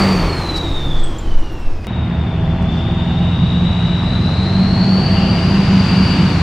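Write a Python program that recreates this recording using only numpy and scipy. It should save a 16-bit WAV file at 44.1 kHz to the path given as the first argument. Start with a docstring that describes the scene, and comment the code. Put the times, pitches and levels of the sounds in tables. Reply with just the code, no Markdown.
"""A turbocharged eight-cylinder diesel pickup in a brick-walled street, in two shots joined by a hard cut.
First, in mono from a car window, it rolls away off the throttle, with wind on the microphone and a bird nearby;
then, in stereo from the pavement, it accelerates towards the listener, the turbo whistle climbing over it.
Exhaust, whistle, hums and bird are sums of wavering tones; rumble, roar, hiss, wind, intake and ticks are
filtered noise."""
import sys
import numpy as np
from scipy import signal
from scipy.fft import rfft, irfft, next_fast_len
from scipy.io import wavfile
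from scipy.ndimage import uniform_filter1d, map_coordinates

SR = 44100
rng = np.random.default_rng(int(sys.argv[2]) if len(sys.argv) > 2 else 0)


def volts_from_decibels(level):
    """Turn decibel levels (scalar or array-like) into linear amplitude factors."""
    exponent = np.asarray(level, float) / 20
    return 10 ** exponent


def int16_out(signal):
    """Quantize to a 16-bit WAV file."""
    q = np.round(np.clip(np.atleast_2d(signal).T, -1, 1) * 32767)
    wavfile.write(sys.argv[1], SR, q.astype(np.int16))


N = 283122
T = np.arange(N) / SR
CUT_S = 1.8695


def unit(x):
    """Scale to rms 1."""
    return x / np.sqrt(np.mean(np.abs(x) ** 2) + 1e-20)


def power_sum(a_db, b_db):
    """Gain of two unrelated sounds together."""
    return np.hypot(volts_from_decibels(a_db), volts_from_decibels(b_db))


def along(points, hz):
    """Interpolate (f/Hz, value) points on a log frequency axis."""
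    f, v = np.transpose(points)
    return np.interp(np.log(hz + 1), np.log(f + 1), v)


def curves(rows):
    """One value per sample for each column after the time."""
    s, *columns = np.transpose(rows)
    return [np.interp(T, s, column) for column in columns]


def filtered(x, response):
    """Multiply the spectrum of x by a response of frequency."""
    m = next_fast_len(N + 8192)
    return irfft(rfft(x, m) * response(np.fft.rfftfreq(m, 1 / SR)), m)[..., :N]


def drift(knots_per_s):
    """Two smooth complex random curves; the knot rate may change with time."""
    at = np.cumsum(knots_per_s * np.ones(N)) / SR
    knots = rng.standard_normal((4, int(at[-1]) + 4))
    a, b, c, d = (map_coordinates(k, [at], order=2) for k in knots)
    return np.array([a + 1j * b, c + 1j * d]) / np.sqrt(2)


def tone(hz, spread_hz, steady):
    """Two draws of a line at a moving pitch, part steady, part smeared by turbulence and moving echoes."""
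    cycles = np.cumsum(hz * np.ones(N)) / SR
    carrier = np.exp(2j * np.pi * (cycles + rng.random((2, 1))))
    steady = np.clip(steady, 0, 1)  # share of the power
    envelope = np.sqrt(steady) + np.sqrt(1 - steady) * drift(np.abs(spread_hz) + 1)
    return np.sqrt(2) * np.real(carrier * envelope)


def rush(spectrum, patchy_db):
    """Two coloured noises of rms 1, with time-frequency patches of random gain common to both."""
    z = signal.stft(rng.standard_normal((2, N)), nperseg=512)[2]
    field = rng.standard_normal(z.shape[1:])
    field = uniform_filter1d(uniform_filter1d(field, 6, 0), 12, 1)
    pair = signal.istft(z * volts_from_decibels(patchy_db * unit(field)), nperseg=512)[1][:, :N]
    return unit(filtered(pair, lambda hz: volts_from_decibels(along(spectrum, hz))))


def street(x, wet_db, t60_s=0.57):
    """The walls return a decaying smear, which trails behind a gliding pitch."""
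    t = T[:SR // 2]
    tail = rng.standard_normal((2, len(t))) * volts_from_decibels(-60 * t / t60_s) * (t > .012)
    tail /= np.linalg.norm(tail[0])
    return x + volts_from_decibels(wet_db) * signal.fftconvolve(x, tail, axes=1)[:, :N]


def exhaust(rows, level_db, order_db, steady, note_steady):
    """Uneven firings sound every multiple of the cycle; the firing note has its own steadiness and level."""
    firing_hz, note_db = curves(rows)
    pulses = 0
    for order, db in enumerate(order_db, 2):
        if order == 8:
            pulses = pulses + volts_from_decibels(db + note_db) * tone(firing_hz, 13, note_steady)
        else:
            pulses = pulses + volts_from_decibels(db) * tone(order * firing_hz / 8, 12, steady)
    return volts_from_decibels(level_db) * pulses


# Engine, first shot: t/s, firing rate/Hz, extra level of the firing note/dB
ENGINE_AWAY = [(0, 194, 4), (.13, 191, 9), (.22, 168, 1.5), (.5, 165, -6.5), (.8, 141, -1),
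               (1.4, 135, -11.5), (1.87, 99, -9)]
# Multiples 2 to 16 of the eight-firing cycle, from behind: relative level/dB
ORDER_AWAY_DB = [-17.5, -10, 3.5, -4.5, -2.5, -4.5, 5.5, -8, -9, -14.5, -10.5, -22, -14, -10.5, -17]


def exhaust_away(fade_db):
    """Firing pulses off the throttle; they take only part of the fading."""
    return exhaust(ENGINE_AWAY, -24 + 0.72 * fade_db, ORDER_AWAY_DB, steady=.65, note_steady=.85)


def turbo(rows, octave_db, breath_db, steady, wet_db):
    """The compressor whistle, a breathy skirt just under it and an octave above, echoed by the street."""
    hz, level_db, spread_hz = curves(rows)
    whistle = tone(hz, spread_hz, steady)
    whistle += volts_from_decibels(breath_db) * tone(.955 * hz, 500, 0)
    whistle += volts_from_decibels(octave_db) * tone(2 * hz, spread_hz + 150, 0)
    return street(volts_from_decibels(level_db) * whistle, wet_db)


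# Turbo, first shot: t/s, whistle f/Hz, whistle level/dB, spread/Hz
TURBO_AWAY = [(0, 4580, -25, 394.6), (.13, 4600, -29, 246.8), (.26, 4414, -35, 160.4),
              (.55, 3942, -27, 113.3), (.72, 3728, -28.5, 220), (1, 3432, -35, 319.7),
              (1.2, 3184, -46.5, 198), (1.35, 2992, -41, 100.6), (1.47, 2853, -45.5, 101),
              (1.87, 2465, -52, 90)]
# Octave of the whistle: t/s, level relative to the whistle/dB
OCTAVE_AWAY = [(0, -28), (.36, -23), (.5, -33), (.95, -30), (1.25, -17), (1.87, -7)]


def turbo_away():
    """The whistle sinks and weakens, and its octave grows beside it."""
    return turbo(TURBO_AWAY, octave_db=curves(OCTAVE_AWAY)[0], breath_db=-15, steady=.2, wet_db=-6)


# Low noise, first shot: f/Hz, relative density/dB
RUMBLE_AWAY = [(21, -33), (35, -1), (48, -12), (81, -17), (97, -14.5), (258, -21.5), (280, -21), (400, -25),
               (520, -47), (880, -120)]


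def rumble_away(fade_db):
    """Low noise of the truck; it takes about half of the fading."""
    return volts_from_decibels(-18 + 0.55 * fade_db) * rush(RUMBLE_AWAY, patchy_db=1.7)


def roar(spectra, start_s, end_s):
    """Engine and tyre noise whose colour passes from the first spectrum to the second between two set times."""
    turn = np.pi / 2 * np.clip((T - start_s) / (end_s - start_s), 0, 1)
    return np.cos(turn) * rush(spectra[0], 0.74) + np.sin(turn) * rush(spectra[1], 0.28)


# Roar, first shot, two spectra (earlier, later): f/Hz, relative density/dB
ROAR_AWAY = [(150, -22), (250, -7.5), (352, -3.5), (491, -10.5), (1200, -12), (1530, -18.5), (2310, -18),
             (3000, -25), (3900, -57), (6600, -120)], [(150, -48), (250, -9.5), (334, 0), (382, -12),
             (429, -6.5), (630, -9.5), (834, -9.5), (2500, -24), (3250, -35), (5500, -120)]


def roar_away(fade_db):
    """Engine and tyre roar, fading in full."""
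    return volts_from_decibels(-16 + fade_db) * roar(ROAR_AWAY, 0.072, 1.13)


# Treble noise, first shot: f/Hz, relative density/dB
HISS_AWAY = [(1500, -35.5), (2800, -1.5), (4000, -3), (5500, -7.5), (7500, -14.5), (9500, -19),
             (12000, -26.5), (15000, -24.5), (16500, -38)]


def hiss_away(fade_db):
    """Treble noise of the truck, fading in full."""
    return volts_from_decibels(-29 + fade_db) * rush(HISS_AWAY, patchy_db=1.5)


# Wind on the microphone: f/Hz, relative density/dB
BUFFET = [(2, -20), (8, -5), (14, 4), (24, -10), (40, -25), (70, -47), (200, -120)]
# Gusts over the steady breeze: t/s, peak level/dB
GUSTS = [(.78, -14), (1.02, -8.5), (1.38, -5.5), (1.68, -13)]


def wind():
    """Very low buffeting: a steady breeze plus gusts that rise and fall at a constant rate in dB."""
    breeze_db, gust_db_per_s = -39, 141
    gain = volts_from_decibels(breeze_db) + sum(volts_from_decibels(db - gust_db_per_s * np.abs(T - s)) for s, db in GUSTS)
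    return gain * rush(BUFFET, patchy_db=0)


# Hums at the car window: t/s, upper level/dB, lower level/dB
HUM_SWELL = [(0, -48, -48), (.7, -33.5, -55), (.95, -39.5, -54), (1.45, -42, -43), (1.62, -45, -39),
             (1.87, -58, -24)]


def window_hums():
    """Two hums of fixed pitch with changing levels."""
    upper_db, lower_db = curves(HUM_SWELL)
    return volts_from_decibels(upper_db) * tone(329, 3.6, 1.0) + volts_from_decibels(lower_db) * tone(86, 3.6, 1.0)


# Bright puffs and ticks: t/s, peak level/dB, length/s, lowest f/Hz, relative density at 16 kHz/dB
TICKS = [(.553, -30, 0.04, 4067, -34.5), (.845, -55.5, .012, 9000, -6.5), (0.923, -61, 0.015, 12000, -6),
         (1.385, -56.5, .02, 7040, -7), (1.51, -59, .04, 11900, -15), (1.58, -61, 0.041, 11800, 1),
         (1.841, -36, 0.014, 2010, -47), (2.625, -42.5, .002, 5400, -25),
         (2.6565, -47.5, .002, 5550, -22.5), (2.66, -50, 0.21, 4800, -52)]


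def ticks():
    """Bursts of bright noise close to the microphone."""
    out = np.zeros((2, N))
    for s, db, length_s, low_hz, top_db in TICKS:
        shape = np.sin(np.pi * np.clip((T - s) / length_s, 0, 1))
        bright = [(0.23 * low_hz, -60), (low_hz, 0), (16000, top_db)]
        noise = filtered(rng.standard_normal(N), lambda hz: volts_from_decibels(along(bright, hz)))
        out += volts_from_decibels(db) * shape * unit(noise)
    return out


# Chirps: t/s, f/Hz, level/dB, length/s
CHIRPS = [(.993, 7700, -48, .018), (1.036, 8060, -34, .026), (1.185, 7250, -35, .02)]


def bird():
    """Short, slightly hoarse chirps with a weak octave, ringing down the street."""
    out = np.zeros((2, N))
    for s, hz, db, length_s in CHIRPS:
        shape = np.sin(np.pi * np.clip((T - s) / length_s, 0, 1) ** 0.37)  # fast attack
        out += volts_from_decibels(db) * shape * (tone(hz, 900, .7) + volts_from_decibels(-20) * tone(2 * hz, 900, .4))
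    return street(out, wet_db=-8, t60_s=.35)


def rolling_away(small):
    """First shot: the truck recedes and quietens as it slows; one microphone, so one channel."""
    start_m, speed_m_per_s, slowing_db_per_s = 3.24, 9.7, 2.5
    fade_db = -20 * np.log10(1 + speed_m_per_s * T / start_m) - slowing_db_per_s * T
    truck = exhaust_away(fade_db) + turbo_away()
    truck += rumble_away(fade_db) + roar_away(fade_db) + hiss_away(fade_db)
    return (truck + wind() + window_hums() + bird() + small)[0]


# Engine, second shot: t/s, firing rate/Hz, extra level of the firing note/dB
ENGINE_NEAR = [(1.87, 155.9, -11), (2.5, 160.8, 3), (2.8, 168.2, -3.5), (3.5, 175.3, 3.5),
               (3.85, 172.1, 1.5), (4.15, 177, 1.5), (4.5, 186.8, 6.5), (5.1, 193.3, 8.5),
               (5.35, 195.1, 5.5), (5.6, 193.9, 13.5), (5.9, 190.4, 6.5), (6.2, 190.3, 5.5),
               (6.42, 178.9, 0)]
# Multiples 2 to 16 of the eight-firing cycle, approaching: relative level/dB
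ORDER_NEAR_DB = [-4, -4.5, 3, -1.5, 0, -3, 3, -7.5, -10.5, -9, -14.5, -12, -16.5, -22.5, -14.5]


def exhaust_near():
    """Firing pulses under acceleration."""
    return exhaust(ENGINE_NEAR, -25.5, ORDER_NEAR_DB, steady=.78, note_steady=.75)


# Low noise, second shot: f/Hz, relative density/dB
RUMBLE_NEAR = [(13, -45), (22, -28), (59, -13.5), (96, -8), (134, -7), (167, 1.5), (183, 0), (208, 3),
               (244, -9), (296, -27), (338, -16), (370, -22), (406, -20.5), (456, -31), (500, -26.5),
               (650, -60.5), (1100, -120)]


def rumble_near(near_db):
    """Low noise: a direct part that grows with nearness, and a part the street holds at any distance."""
    return power_sum(-13 + near_db, -22) * rush(RUMBLE_NEAR, patchy_db=1.0)


# Interference from road and wall: f/Hz, gain/dB
GROUND = [(20, -6), (42, 0), (51, -10), (62, 0), (192, 0), (211, -17), (230, 0), (400, 0)]


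def over_ground(pipe):
    """Road and wall cut dips into the low end, which swells in after the cut."""
    entry_db = -3.5 * np.exp(-np.abs(T - CUT_S) / 0.11)
    return filtered(volts_from_decibels(entry_db) * pipe, lambda hz: volts_from_decibels(along(GROUND, hz)))


# Roar, second shot, two spectra (earlier, later): f/Hz, relative density/dB
ROAR_NEAR = [(190, -32.5), (330, 0), (449, -5.5), (561, -6.5), (654, -2), (832, -4.5), (1850, -13),
             (2860, -16), (3300, -22.5), (4290, -43.5), (7260, -120)], [(150, -26), (260, 1), (315, -5.5),
             (358, -21), (402, -9.5), (508, -13.5), (931, -10.5), (1880, -17), (2870, -16.5), (3300, -36),
             (4290, -48.5), (7260, -120)]


def roar_near(near_db):
    """Engine and tyre roar, direct and street-held, beating at half the firing rate."""
    beat_hz = curves(ENGINE_NEAR)[0] / 2
    beat = 1 + .13 * tone(beat_hz, 20, .3)[0]
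    return power_sum(-22.5 + near_db, -33) * beat * roar(ROAR_NEAR, 5.14, 5.67)


# Treble noise, second shot: f/Hz, relative density/dB
HISS_NEAR = [(1800, -50.5), (3300, -2.5), (4500, -1.5), (5500, -9.5), (7000, -17), (9000, -22.5),
             (11000, -32.5), (14000, -37.5), (16500, -60)]


def hiss_near(near_db, beyond_m):
    """Treble noise, which the air absorbs over the distance."""
    air_db_per_m = 0.1952
    return volts_from_decibels(-32.5 + near_db - air_db_per_m * beyond_m) * rush(HISS_NEAR, patchy_db=0.98)


# Intake: t/s, level/dB
INTAKE_LEVEL = [(1.87, -51), (2.3, -51.5), (3.1, -40), (3.9, -38.5), (4.7, -49), (5.2, -30), (5.6, -36.5),
                (6.2, -30), (6.42, -48)]


def intake():
    """Hollow noise from one broad resonance."""
    centre_hz, width_hz = 2860, 480
    noise = rng.standard_normal((2, N))
    hollow = filtered(noise, lambda hz: 1 / (1 + (2 * (hz - centre_hz) / width_hz) ** 2))
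    return volts_from_decibels(curves(INTAKE_LEVEL)[0]) * unit(hollow)


# Hums of machinery and an idling engine further off: f/Hz
DRONE_HZ = 398, 527, 651, 791, 920, 232, 109, 73.5, 39
# The same hums in order: spread/Hz, level before the swell/dB
DRONES = [(14, -42.5), (12, -47), (14, -39), (14, -42.5), (15, -47.5), (8, -31), (7.9, -28), (6, -27),
          (6.7, -30)]
# Swell of the hums above 300 Hz: t/s, gain/dB
DRONE_SWELL = [(1.87, -35), (2.35, 1.5), (3.2, 2), (3.5, -11.5), (4.2, -14.5), (4.8, 2.5), (5.2, 3.5),
               (6.42, -12.5)]


def distant_hums():
    """Hums of fixed pitch: the upper ones swell and ebb, the lower ones sink slowly."""
    upper_db = curves(DRONE_SWELL)[0]
    lower_db = -0.64 * (T - CUT_S)
    out = np.zeros((2, N))
    for hz, (spread_hz, db) in zip(DRONE_HZ, DRONES):
        out += volts_from_decibels(db + (upper_db if hz > 300 else lower_db)) * tone(hz, spread_hz, .88)
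    return out


# Turbo, second shot: t/s, whistle f/Hz, whistle level/dB, spread/Hz
TURBO_NEAR = [(1.87, 3780, -41.5, 130.1), (2.35, 3570, -43, 74.9), (2.6, 3500, -42, 99.7),
              (2.82, 3577, -36, 269.3), (3.1, 3690, -37, 318.5), (3.7, 3848, -32, 202.7),
              (4, 3856, -32, 248.5), (4.5, 4076, -31.5, 412.2), (5, 4531, -27.5, 348.2),
              (5.4, 4746, -33, 240), (5.7, 4734, -34, 180.4), (6.1, 4698, -27.5, 151.2),
              (6.25, 4710, -34.5, 111), (6.42, 4400, -33.5, 120)]


def turbo_near():
    """The whistle dips, then climbs, with a strong breathy skirt and a faint octave."""
    return turbo(TURBO_NEAR, octave_db=-35.5, breath_db=-5, steady=0.24, wet_db=-5.0)


# Stereo likeness: f/Hz, left-right correlation
ALIKE = [(60, 1), (220, 1), (410, 0.95), (790, 0.94), (1500, 0.82), (2850, 0.72), (5430, 0.54),
         (9000, 0.27)]
# Stereo balance: f/Hz, left over right/dB
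LEAN = [(60, -0.5), (410, 0), (790, 1), (1500, 1.5), (2850, 3), (5430, 1), (9000, -0.5)]


def two_ports(pair):
    """Mix two independent draws into left and right that agree in the bass and part in the treble."""
    def turn(hz):
        return np.arccos(np.clip(along(ALIKE, hz), -1, 1)) / 2

    mid, side = filtered(pair, lambda hz: np.array([np.cos(turn(hz)), np.sin(turn(hz))]))
    stereo = np.array([mid + side, mid - side])
    return filtered(stereo, lambda hz: volts_from_decibels(along(LEAN, hz) * np.array([[.5], [-.5]])))


def approaching(small):
    """Second shot: the truck comes down a lane past the listener, in stereo."""
    speed_m_per_s, pass_s, lane_m = 10.17, 6.16, 10.2
    beyond_m = np.hypot(speed_m_per_s * (pass_s - T), lane_m) - lane_m
    near_db = -20 * np.log10(1 + beyond_m / lane_m)  # 0 when abreast
    pair = over_ground(exhaust_near() + rumble_near(near_db))
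    pair += roar_near(near_db) + hiss_near(near_db, beyond_m) + intake()
    pair += distant_hums() + turbo_near() + small
    return two_ports(pair)


def scene():
    """The two shots, cut together without a fade."""
    small = ticks()
    return np.where(T < CUT_S, rolling_away(small), approaching(small))


def roll_off(x):
    """The treble ends steeply here."""
    return signal.sosfilt(signal.butter(12, 15750, fs=SR, output="sos"), x)


def record(dry):
    """The loudest peaks are rounded off."""
    rounded = dry / (1 + np.abs(dry / .98) ** 5) ** (1 / 5)
    return roll_off(rounded)


dry = scene()
out = record(dry)
int16_out(out)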